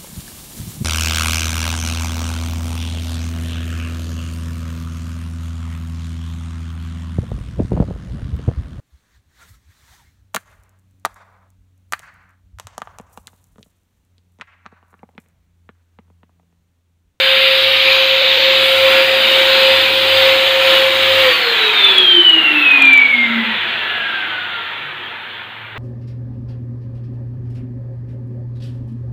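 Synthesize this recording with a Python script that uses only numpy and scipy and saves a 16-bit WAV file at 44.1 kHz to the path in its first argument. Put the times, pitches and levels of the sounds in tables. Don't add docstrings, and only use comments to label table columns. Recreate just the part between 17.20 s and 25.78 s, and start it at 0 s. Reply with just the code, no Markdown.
import sys
import numpy as np
from scipy import signal
from scipy.fft import rfft, irfft, next_fast_len
from scipy.io import wavfile
from scipy.ndimage import uniform_filter1d, minimum_filter1d

SR = 44100
rng = np.random.default_rng(int(sys.argv[2]) if len(sys.argv) > 2 else 0)


def volts_from_db(level):
    exponent = np.asarray(level, float) / 20
    return 10 ** exponent


def generate_wav(sig):
    pcm = np.round(np.clip(np.atleast_2d(sig).T, -1, 1) * 32767).astype(np.int16)
    wavfile.write(sys.argv[1], SR, pcm)


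N = 378378

RUN_HZ, OFF_S = 532.7, 4.0
BLADES = 9
# start_s (centre), level_db, half_length_s
ECHO_SWELLS = [(4.645, 7.5, 0.0055), (4.785, 8, 0.0045), (4.971, 2.5, 0.0015), (4.981, 3.5, 0.0016),
               (5.096, 5, 0.0029), (5.515, 5, 0.0044), (5.539, 6, .002), (5.575, 7.5, 0.0016),
               (5.594, 8, .002), (5.622, 8, 0.0045), (5.655, 5.5, 0.0013), (5.676, 4, 0.0047),
               (5.735, 5, 0.0063), (5.777, 5.5, 0.0018)]
# start_s, rush_db, brightening_db_per_octave (nozzle aimed nearer)
AIR_FLOW = [(0, -11, -1), (.9, -12.5, 1), (1.34, -12.5, 1.5), (1.8, -13.5, -4.5), (2.7, -14.5, -0.5),
            (3.3, -13.5, -2.5), (4.1, -17, -5.5), (4.7, -11.5, 0.5), (5.0, -20, 0.5), (5.3, -18, -9),
            (5.62, -14, -3), (5.9, -20, -1.5), (6.4, -17, -3), (7.1, -21, 0.5), (8.1, -29, -4),
            (8.58, -33.5, -7)]


def rms_one(x):
    return x / np.sqrt(np.mean(np.abs(x) ** 2) + 1e-20)


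def in_time(rows, s):
    at, *columns = np.transpose(rows)
    return np.array([np.interp(s, at, column) for column in columns])


def at_hz(points, hz):
    point_hz, point_db = np.transpose(points)
    return np.interp(np.log(hz), np.log(point_hz), point_db)


def drift(rate_hz):
    r = np.exp(-2 * np.pi * rate_hz / SR)
    noise = rng.standard_normal(N + SR)
    return rms_one(signal.lfilter([1], [1, -2 * r, r * r], noise)[SR:])


def bumps_db(events):
    s = np.arange(N) / SR
    return sum(db * np.exp(-((s - at) / half) ** 2) for at, db, half in events)


def fade_out(s, centre_s, lasts_s):
    return .5 - .5 * np.tanh((s - centre_s) / lasts_s)


def speed(s):
    drag_hz, drag_per_s, drag_angle = 163.8, .15388, 1.27457
    coasting = drag_hz * np.tan(drag_angle - drag_per_s * np.maximum(s - OFF_S, 0))
    return np.minimum(RUN_HZ, coasting)


def hum(s):
    # start_s, level_db (rms)
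    hum_curve = [
        (0, -46.5),
        (2, -44.5),
        (4.05, -42.5),
        (4.3, -68.5),
        (6.5, -52),
        (8.58, -56),
    ]
    level = volts_from_db(in_time(hum_curve, s)[0] + 2.2 * drift(3))
    return np.sqrt(2) * level * np.sin(2 * np.pi * 99.3 * s + 1.1 * drift(3))


def scuff(s):
    start_s, level_db = 8.548, -31
    band = signal.butter(5, [120, 2600], "band", fs=SR, output="sos")
    dull = signal.sosfilt(band, rng.standard_normal(N))
    return volts_from_db(level_db) * rms_one(dull) * np.clip((s - start_s) / .015, 0, 1)


def air_levels_db(s):
    # start_s (centre), lift_db, half_length_s
    nozzle_sweeps = [(0, -1, 0.15), (.25, 0.5, 0.22), (.71, 3, 0.089), (1.25, 1, 0.1), (1.74, 3, 0.1),
                     (2.14, 2.5, 0.14), (2.47, 3.5, 0.18), (3.05, 4, 0.12), (3.54, 5, .1),
                     (3.85, 2.5, 0.15), (4.07, 6, 0.11)]
    rush_db = in_time(AIR_FLOW, s)[0]
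    sweeps_db = np.interp(s, np.arange(N) / SR, bumps_db(nozzle_sweeps))
    hidden = fade_out(s, 1.3, .3)
    turning = speed(s) / RUN_HZ

    def region_db(full_db, rush_share, speed_power, hidden_db, sweep_share):
        flow_db = full_db + rush_share * (rush_db + 13)
        speed_db = speed_power * 20 * np.log10(turning)
        return flow_db + speed_db + hidden_db * hidden + sweep_share * sweeps_db

    def with_cooling(level_db, cooling_db):
        return 10 * np.log10(volts_from_db(2 * level_db) + volts_from_db(2 * cooling_db) * turning ** (2 * 1.72))

    rumble = region_db(-28.5, .4, .49, -6.5, .48)
    nozzle = with_cooling(region_db(-34, .25, 2.5, -1, .8), -45.5)
    top = with_cooling(region_db(-32, .6, 2.5, -3.5, .8), -38.5)
    return np.vstack([rumble, rush_db + sweeps_db - .73, nozzle, top])


def air():
    region_centres = [500, 2500, 7500, 13000]
    # pitch_hz, level_db (per Hz)
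    rush_colour = [(20, -30.5), (45, -44), (90, -25), (170, -27), (250, -22), (450, -13), (700, -16.5),
                   (1200, -16.5), (2300, -13), (3100, -12.5), (3800, -13.5), (4350, -23), (5000, -35.5),
                   (5700, -47.5)]
    # pitch_hz, level_db (per Hz)
    coast_colour = [(20, -29), (60, -31.5), (130, -15), (250, -16.5), (450, -10.5), (650, -14), (900, -11),
                    (1100, -14), (1550, -9), (2300, -14), (3450, -15), (4200, -31), (5000, -54),
                    (5700, -63)]
    # pitch_hz, level_db
    hiss_colour = [(5700, 0), (6500, 2), (7600, -1), (9700, -4), (10400, -2), (11000, -4), (11600, 0),
                   (12400, -2.5), (13000, -1), (13600, 4.5), (14500, 2.5), (15400, 5)]
    # pitch_hz, width_hz, lift_db
    resonances = [(231, 25, 7), (344, 30, 5), (633, 15, 3), (732, 35, 4), (927, 80, 4), (1350, 90, 3),
                  (2348, 50, 3), (2538, 50, 3), (2734, 50, 2), (2986, 90, 2)]
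    # start_s, centre_hz, level_db
    body_shade = [
        (0, 5600, -6),
        (.5, 7200, -4.5),
        (.85, 8450, -5),
        (1.3, 9700, -9),
        (1.45, 10600, 6),
        (1.7, 10600, 0),
        (5.1, 11500, -1.5),
        (5.35, 11500, 5),
        (5.9, 10000, -2),
        (8.58, 10000, 1),
    ]
    knee_hz = 5700
    stft_size = dict(nperseg=2048, noverlap=1536)
    hz, s, frames = signal.stft(rng.standard_normal(N), SR, **stft_size)
    hz = np.maximum(hz, 10)

    fast = np.clip((speed(s) - 130) / (RUN_HZ - 130), 0, 1)
    body_hz = np.minimum(hz, knee_hz)
    colour = np.outer(at_hz(rush_colour, body_hz), fast) + np.outer(at_hz(coast_colour, body_hz), 1 - fast)
    colour += at_hz(hiss_colour, hz)[:, None]
    for peak_hz, width_hz, lift_db in resonances:
        colour += (lift_db / (1 + (2 * (hz - peak_hz) / width_hz) ** 2))[:, None]

    one_each = np.eye(len(region_centres))
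    shares = np.array([np.interp(np.log(hz), np.log(region_centres), one) for one in one_each])
    home = shares > .6
    power = home @ volts_from_db(2 * colour) / len(hz)
    colour += shares.T @ (air_levels_db(s) - 10 * np.log10(power))

    aim = in_time(AIR_FLOW, s)[1]
    octaves = np.log2(hz / 2700)
    colour += np.outer(octaves * np.exp(-octaves ** 2), aim)

    patches = rng.standard_normal((40, len(s)))
    patches = rms_one(uniform_filter1d(uniform_filter1d(patches, size=9), size=9))
    rows = np.interp(np.log(hz), np.log([60, 16000]), [0, 39]).round().astype(int)
    colour += .9 * patches[rows]

    ripple = uniform_filter1d(rng.standard_normal(colour.shape), size=20)
    ripple = uniform_filter1d(ripple, size=2, axis=0)
    colour += 2.1 * rms_one(ripple) - .8

    shade_hz, shade_db = in_time(body_shade, s)
    colour += shade_db * np.exp(-(np.log(hz[:, None] / shade_hz) / .21) ** 2)
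    return signal.istft(frames * volts_from_db(colour), SR, **stft_size)[1][:N]


def hall(x):
    t60_s = .9
    age = np.arange(int(1.2 * SR)) / SR
    tail = rng.standard_normal(len(age)) * volts_from_db(-60 * age / t60_s) * (age > .012)
    return signal.fftconvolve(x, tail / np.sqrt(np.sum(tail ** 2)))[:N]


def hall_modes(x):
    # pitch_hz, level_db (rms)
    modes = [(470, -21), (432, -22.5), (393, -24), (372, -24), (349, -18), (322, -25), (297, -21),
             (272, -23), (256, -30), (243, -33), (231.5, -20), (220.5, -27), (143, -47), (111.5, -36.5)]
    size = next_fast_len(N + SR)
    hz = np.arange(size // 2 + 1) * SR / size
    answer = 0
    for k, (mode_hz, db) in enumerate(modes):
        width_hz = 2.5 + .024 * mode_hz
        answer = answer + (-1) ** k * volts_from_db(db) / (1 + 2j * (hz - mode_hz) / width_hz) ** 2
    return irfft(rfft(x, size) * answer, size)[:N]


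def whistle_reach(hz):
    # pitch_hz, width_hz,
    # level_db (rms)
    whistle_resonances = [(4520, 230, -27), (4200, 360, -22), (3880, 150, -16.5), (3450, 310, -10.5), (3030, 340, -6),
                          (2760, 290, -16), (2370, 340, -7), (2170, 100, -16),
                          (2040, 80, -25), (1940, 50, -26), (1740, 60, -29), (1610, 150, -24), (1480, 70, -27),
             (1395, 50, -29)]
    power = 3e-6
    for peak_hz, width_hz, db in whistle_resonances:
        power = power + volts_from_db(2 * db) * np.exp(-np.log(16) * ((hz - peak_hz) / width_hz) ** 2)
    return np.sqrt(power)


def blade_whistle(s, angle):
    # start_s, level_db (rms)
    beam = [(0, -34), (1.3, -35), (1.92, -31), (2.24, -41), (2.47, -29), (2.72, -39), (2.95, -29),
            (3.4, -50), (3.8, -44), (4.0, -33)]
    # start_s (centre), level_db, half_length_s
    dropouts = [(4.204, -9.5, .03), (4.363, -14, 0.036), (4.515, -12.5, 0.024), (4.62, -7, 0.0052),
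                (4.682, -7, 0.0073), (4.745, -9.5, 0.022), (4.815, -6, 0.0047), (4.862, -8.5, 0.0028),
                (4.95, -6, 0.013), (5.027, -9, 0.016), (5.123, -12.5, 0.0072), (5.17, -7, 0.013),
                (5.22, -9, 0.019), (5.335, -8.5, 0.017), (5.41, -16, .0071), (5.53, -0.5, 0.0033),
                (5.555, -9.5, .0053), (5.6, -8, 0.029), (5.757, -1.5, 0.0017), (5.866, 1, .0047),
                (5.89, -14, 0.027), (5.925, -10, .0029), (5.97, -7.5, 0.015), (6.07, -6, 0.0075),
                (6.1, -9, 0.023), (6.16, -11, 0.029), (6.24, -16.5, .018), (6.29, -8, .015),
                (7.084, -10, 0.023), (7.293, -4, 0.04)]
    turns = speed(s)
    sliding = np.clip((RUN_HZ - turns) / 12, 0, 1)
    running = volts_from_db(in_time(beam, s)[0] + 1.5 * drift(2.4))
    carried = (1 - sliding) * running + sliding * whistle_reach(BLADES * turns)
    level = carried * volts_from_db(bumps_db(dropouts) + bumps_db(ECHO_SWELLS) + 1.3 * drift(45))
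    return np.sqrt(2) * level * np.sin(BLADES * angle + .45 * drift(25))


def rotor(s, angle):
    # start_s, level_db (rms)
    carried_about = [(0, -19.5), (.32, -18.5), (.5, -22.5), (.7, -18), (1.15, -19.5), (1.72, -14),
                     (2.0, -18), (2.5, -15.5), (2.68, -21), (3.13, -13), (3.274, -20.5), (3.52, -12.5),
                     (3.74, -19.5), (3.82, -16.5), (3.97, -17.5), (4.073, -13)]
    # start_s, phase_step_rad
    swings = [
        (.5, .6),
        (1.02, 2.4),
        (1.045, -1.6),
        (1.18, -3.1),
        (1.2, 1.2),
        (3.27, 1.8),
    ]
    steady = fade_out(s, 4.11, .021)
    swing = sum(step * np.tanh((s - at) / .005) / 2 for at, step in swings)
    shaft = volts_from_db(1.6 * drift(8.1)) * np.sin(angle + swing + .04 * drift(6.7))
    octave = volts_from_db(-22 + 3 * drift(5)) * np.sin(2 * angle + .9 * drift(4))
    direct = steady * volts_from_db(in_time(carried_about, s)[0]) * (shaft + octave)
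    ringing = hall_modes((1 - steady) * shaft) * volts_from_db(2.2 * drift(25))
    return np.sqrt(2) * (direct + ringing)


def scene():
    s = np.arange(N) / SR
    angle = 2 * np.pi * np.cumsum(speed(s)) / SR
    low = rotor(s, angle)
    whistle = blade_whistle(s, angle)
    sliding = np.clip((s - OFF_S) / .1, 0, 1)
    echoes = hall(volts_from_db(-8) * whistle + volts_from_db(-10) * low * sliding)
    return (low + whistle + echoes + air() + hum(s) + scuff(s))[None]


def band_limit(x):
    return signal.sosfilt(signal.butter(12, 16070, fs=SR, output="sos"), x)


def record(dry):
    limit_db, outrun, throb_samples = -.05, .3, 512
    high = signal.butter(4, 10500, "high", fs=SR, output="sos")
    top = signal.sosfiltfilt(high, dry)
    phase = 2 * np.pi * np.arange(N) / throb_samples
    throb = .26 * np.cos(phase) + .14 * np.cos(2 * phase)

    wall = signal.ellip(12, .5, 60, 15480, fs=SR, output="sos")
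    walled = signal.sosfilt(wall, dry + top * throb)

    ceiling = volts_from_db(limit_db + outrun * bumps_db(ECHO_SWELLS))
    headroom = np.minimum(1, ceiling / (np.abs(walled) + 1e-9))
    gain = uniform_filter1d(minimum_filter1d(headroom, size=121), size=121)
    return band_limit(np.clip(walled * gain, -1, 1))


dry = scene()
out = record(dry)
generate_wav(out)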